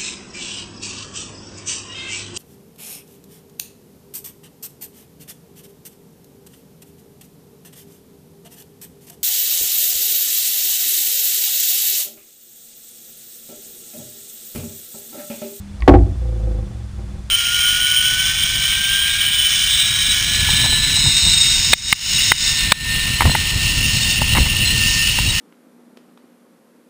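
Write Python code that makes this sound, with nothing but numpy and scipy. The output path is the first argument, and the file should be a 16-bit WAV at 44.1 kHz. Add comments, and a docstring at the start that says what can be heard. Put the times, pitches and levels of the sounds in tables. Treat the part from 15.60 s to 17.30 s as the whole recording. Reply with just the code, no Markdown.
"""Spindle in a glass bowl

A wooden spindle is flicked into a spin in a glass bowl on a wooden table. Its tip ticks, knocks hard
against the bowl, rebounds and settles. It then twirls, shaking the table and rubbing the glass once
a turn as it slows. A small nearby microphone overloads on the knock.
Underneath: hiss, rumble, hum and a faint pulsing whine."""
import sys
import numpy as np
from scipy.fft import rfft, irfft, next_fast_len
from scipy.io import wavfile
from scipy.ndimage import map_coordinates

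SR = 44100
rng = np.random.default_rng(int(sys.argv[2]) if len(sys.argv) > 2 else 0)


def log_audio(samples):
    """Write samples as a 16-bit WAV file to the path given in sys.argv[1]."""
    # one column per channel
    frames = np.atleast_2d(samples).T
    # limit to full scale, then quantise
    limited = np.clip(frames, -1, 1)
    pcm = np.round(limited * 32767).astype(np.int16)
    wavfile.write(sys.argv[1], SR, pcm)


N = 74970

# hiss spectrum: freq_hz, relative_db
HISS_SPECTRUM = [(200, 3.5), (400, -5), (800, -7), (1500, -8), (3000, -13), (6000, -15), (9000, -17.5),
                 (11000, -24.5), (13000, -36), (15500, -81)]
# room rumble spectrum: freq_hz, relative_db
RUMBLE_SPECTRUM = [(15, -1), (28, 3), (45, 2), (85, 10.5), (130, -1.5), (220, -11), (330, -14.5),
                   (700, -49.5)]
# hum envelope: time_s, level_db
HUM_LEVEL = [(0, -34.5), (.12, -34.5), (.22, -41.5), (.62, -51), (.85, -36), (1.05, -38), (1.28, -43),
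             (1.52, -36), (1.7, -49)]
# table rocking envelope: time_s, level_db
SWAY_LEVEL = [(.13, -44), (.195, -28), (.232, -11), (.258, -17), (.275, -28.5), (.305, -1), (.36, -7.5),
              (.435, -6.5), (.465, -24), (.53, -16), (.58, -60)]
# light touches of the tip: start_s, level_db, pitch_hz
TIP_TICKS = [(0.206, -30, 4600), (0.2227, -14, 2200)]
# lightly touched glass: freq_hz, relative_db, t60_s
GLASS_MODES = [(1100, 1.5, 0.035), (1824, -4, 0.034), (1960, -16, 0.23), (2270, -1, 0.032)]
# blows of the tip: start_s, gain_db, lowpass_hz
TIP_KNOCKS = [(0.2772, 2.5, 2560), (0.2818, -0.5, 5040), (.2892, -9.5, 5000), (0.3376, -0.5, 860),
              (.388, -22.5, 910), (0.465, -17.5, 333)]
# bowl on the table: freq_hz, relative_db, t60_s
BOWL_MODES = [(86.9, -6.5, 0.57), (101.4, -5, 0.52), (152.5, -20, 0.99), (200.8, -23.5, 0.73),
              (277.3, -3.5, 0.28), (301.7, -0.5, 0.13), (360.6, -2.5, 0.2), (496.1, -4, 0.12),
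              (600, -20, 0.31), (671, -18.5, 0.44), (786.6, 2.5, 0.085), (809, -16.5, 0.3),
              (1104, -7, 0.087), (1500, -8, 0.038), (2236, -19, 0.031)]
# clatter of a blow: freq_hz, relative_db
CLATTER_SPECTRUM = [(200, 8), (800, 11.5), (1100, -3), (2200, 11), (2700, -48), (3300, -22), (4200, -43),
                    (10000, -26), (16000, -39)]
# dense ringing of table and room: freq_hz, relative_db
BOOM_SPECTRUM = [(100, 3), (200, -8.5), (280, 9), (380, 9.5), (450, -11.5), (640, 1), (820, 2.5),
                 (920, -13), (2200, -28), (4000, -36)]
# contacts of the pressed tip: start_s, level_db, pitch_hz
TIP_CHATTER = [(0.2792, -9, 3400), (.2835, -2.5, 3000), (0.2913, -8.5, 3200), (0.3055, -19, 1900),
               (0.3288, -19, 1470), (0.3377, -19, 1400), (0.3416, -11.5, 1400), (0.344, -15, 1500),
               (0.3519, -11, 1450), (0.3581, -12, 1400), (0.3896, -20, 1310)]
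# spindle speed: time_s, turns_per_s
SPIN_SPEED = [(.55, 31), (.62, 29.2), (.7, 27.8), (.8, 27), (.95, 26.2), (1.03, 25.3), (1.15, 22),
              (1.28, 21.5), (1.41, 19), (1.52, 20), (1.7, 19.3)]
# twirl envelopes: time_s, even_shake_db, odd_shake_db, rub_db, sing_db
TWIRL_LEVELS = [(.1, -68, -59, -61, -81), (.22,  -52, -34, -45.5, -71), (.42, -45, -41.5, -44, -72),
                (.58, -23.5, -53, -47.5, -53.5), (.66, -22, -48, -47, -37.5), (.79, -20.5, -52, -44, -41),
                (.89, -17.5, -33, -41, -36), (.98, -19, -34.5, -42, -38), (1.1, -26.5, -32.5, -47, -53.5),
                (1.24, -48, -32, -51.5, -59.5), (1.32, -35, -35.5, -67, -61), (1.4, -44, -27, -44.5, -53),
                (1.47, -40, -32, -52, -52.5), (1.57, -21, -34.5, -44.5, -54.5), (1.7, -43, -35.5, -59, -72)]
# shaking force at 1, 2, 3... times the spin rate: relative_db
SHAKE_ORDERS = [-25.5, 13, 1, -1.5, -5.5, -8, -10.5, -0.5]
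# table resonances: centre_hz, width_hz, relative_db
TABLE_PEAKS = [(58.6, 12.7, -4.5), (114, 15.9, 0.5), (185, 35.4, -12)]
# rubbed glass resonances: centre_hz, width_hz, relative_db
RUB_PEAKS = [(287.7, 20, 0), (357, 12.8, 6), (528, 57, -7.5), (661, 93, -8.5), (798.4, 27.4, -4.5),
             (1140, 240, -18)]
# nudged glass resonances: centre_hz, width_hz, relative_db
SING_PEAKS = [(349, 26, 1), (507, 32, 3), (785, 67, -6)]

TIME_S = np.arange(N) / SR


def amp(db):
    """Decibels to gain."""
    return 10 ** (np.asarray(db) / 20)


def unit(x):
    """Scale to rms 1."""
    return x / np.sqrt(np.mean(x ** 2) + 1e-20)


def curves(rows):
    """Per-sample curve for each column after time_s."""
    times_s, *columns = np.transpose(rows)
    return [np.interp(TIME_S, times_s, column) for column in columns]


def wobble(knots_per_s):
    """Smooth random curve."""
    return map_coordinates(rng.standard_normal(400), [TIME_S * knots_per_s], mode="mirror")


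def filtered(x, response):
    """Apply a complex frequency response."""
    size = next_fast_len(N + SR // 2)
    return irfft(rfft(x, size) * response(np.fft.rfftfreq(size, 1 / SR)), size)[:N]


def noise(spectrum):
    """Shaped noise, rms 1."""
    freq_hz, db = np.transpose(spectrum)
    white = rng.standard_normal(N)
    return unit(filtered(white, lambda hz: amp(np.interp(np.log(hz + 1), np.log(freq_hz), db))))


def resonate(x, peaks):
    """Parallel band-pass resonances, alternating in sign."""
    def response(hz):
        total = 0
        for k, (centre_hz, width_hz, db) in enumerate(peaks):
            damping = 1j * hz * width_hz
            total += (-1) ** k * amp(db) * damping / (centre_hz ** 2 - hz ** 2 + damping)
        return total
    return filtered(x, response)


def decay(start_s, t60_s, rise_s=0.0005):
    """Fast rise, exponential fall."""
    age_s = np.maximum(TIME_S - start_s, 0)
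    return (1 - np.exp(-age_s / rise_s)) * amp(-60 * age_s / t60_s)


def sine(hz, zero_s=0, phase_rad=0):
    """Sine with its phase counted from zero_s."""
    return np.sin(2 * np.pi * hz * (TIME_S - zero_s) + phase_rad)


def ringing(start_s, modes):
    """Struck modes; levels vary slightly per strike."""
    return sum((-1) ** k * amp(db + rng.normal(0, 1)) * decay(start_s, t60_s) * sine(hz, start_s)
               for k, (hz, db, t60_s) in enumerate(modes))


def click(start_s, hz, t60_s):
    """Hard contact: a few cycles, abrupt onset."""
    return decay(start_s, t60_s, rise_s=0.00005) * sine(hz, start_s)


def background():
    """Hiss, room rumble, wavering hum, faint pulsing whine."""
    hum_db, = curves(HUM_LEVEL)
    hum = amp(hum_db) * sine(hz=200, phase_rad=0.55 * wobble(24))
    pulse_period_s, pulse_peak_s = 0.0747, 0.84
    whine_db = -69.5 + 14 * np.cos(2 * np.pi * (TIME_S - pulse_peak_s) / pulse_period_s)
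    whine = amp(whine_db) * sine(hz=3475, phase_rad=wobble(34.2))
    return amp(-47) * noise(HISS_SPECTRUM) + amp(-37) * noise(RUMBLE_SPECTRUM) + hum + whine


def table_sway():
    """Flick and knock rock the table."""
    sway_db, = curves(SWAY_LEVEL)
    return amp(sway_db) * sine(hz=56.4, zero_s=SWAY_LEVEL[0][0])


def ticks():
    """Light touches of the tip leave the glass free to ring."""
    return sum(amp(db) * (click(start_s, hz, t60_s=0.0065) + amp(-13) * ringing(start_s, GLASS_MODES))
               for start_s, db, hz in TIP_TICKS)


def knocks():
    """Each blow rings bowl and table, with a short clatter and a dense boom; late blows are duller."""
    out = np.zeros(N)
    for start_s, gain_db, lowpass_hz in TIP_KNOCKS:
        ring = amp(-4.5) * ringing(start_s, BOWL_MODES)
        clatter = amp(-6) * decay(start_s, t60_s=0.036) * noise(CLATTER_SPECTRUM)
        boom = amp(-5.5) * decay(start_s, t60_s=0.24) * noise(BOOM_SPECTRUM)
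        blow = filtered(ring + clatter + boom, lambda hz: 1 / (1 + 1j * hz / lowpass_hz) ** 2)
        out += amp(gain_db) * blow
    return out


def chatter():
    """The tip cracks and chatters while pressed against the glass."""
    return sum(amp(db) * click(start_s, hz, t60_s=0.0025) for start_s, db, hz in TIP_CHATTER)


def table_shake(turns, even_db, odd_db):
    """Imbalance shakes the table at multiples of the spin rate, over a noisy grumble."""
    orders = [amp(db) * (1 + 0.1 * wobble(24.74)) * np.cos(2 * np.pi * order * turns)
              for order, db in enumerate(SHAKE_ORDERS, start=1)]
    grumble = amp(-18) * unit(resonate(rng.standard_normal(N), TABLE_PEAKS))
    odd = unit(resonate(sum(orders[::2]), TABLE_PEAKS)) + grumble
    even = unit(resonate(sum(orders[1::2]), TABLE_PEAKS)) + grumble
    return amp(even_db) * even + amp(odd_db) * odd


def glass_rub(turns):
    """Friction noise through the glass, swelling once a turn."""
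    swing_db, lag_turns = 3.5, 0.29
    swell = amp(swing_db * np.cos(2 * np.pi * (turns - lag_turns)))
    return unit(resonate(rng.standard_normal(N), RUB_PEAKS) * swell)


def glass_sing(turns):
    """One slightly uneven nudge a turn makes the glass sing."""
    whole_turns = np.floor(turns)
    nudges = np.diff(whole_turns, append=whole_turns[-1]) * (1 + 0.1 * wobble(27.5))
    return unit(resonate(resonate(nudges, SING_PEAKS), SING_PEAKS))


def twirl():
    """The slowing spindle drives shake, rub and singing from one rotation."""
    turns_per_s, = curves(SPIN_SPEED)
    even_db, odd_db, rub_db, sing_db = curves(TWIRL_LEVELS)
    heavy_side_s = 0.868  # rotation phase zero
    turns = np.cumsum(turns_per_s) / SR
    turns -= np.interp(heavy_side_s, TIME_S, turns)
    shake = table_shake(turns, even_db, odd_db)
    return shake + amp(rub_db) * glass_rub(turns) + amp(sing_db) * glass_sing(turns)


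def scene():
    """All sources, mono."""
    return (knocks() + table_sway() + ticks() + chatter() + twirl() + background())[None]


def record(dry):
    """The microphone clips at full scale, then cuts off above its band limit."""
    knee, top_hz = 30, 15700
    clipped = dry[0] / (1 + np.abs(dry[0]) ** knee) ** (1 / knee)
    return filtered(clipped, lambda hz: 1 / (1 + (hz / top_hz) ** 120))[None]


dry = scene()
out = record(dry)
log_audio(out)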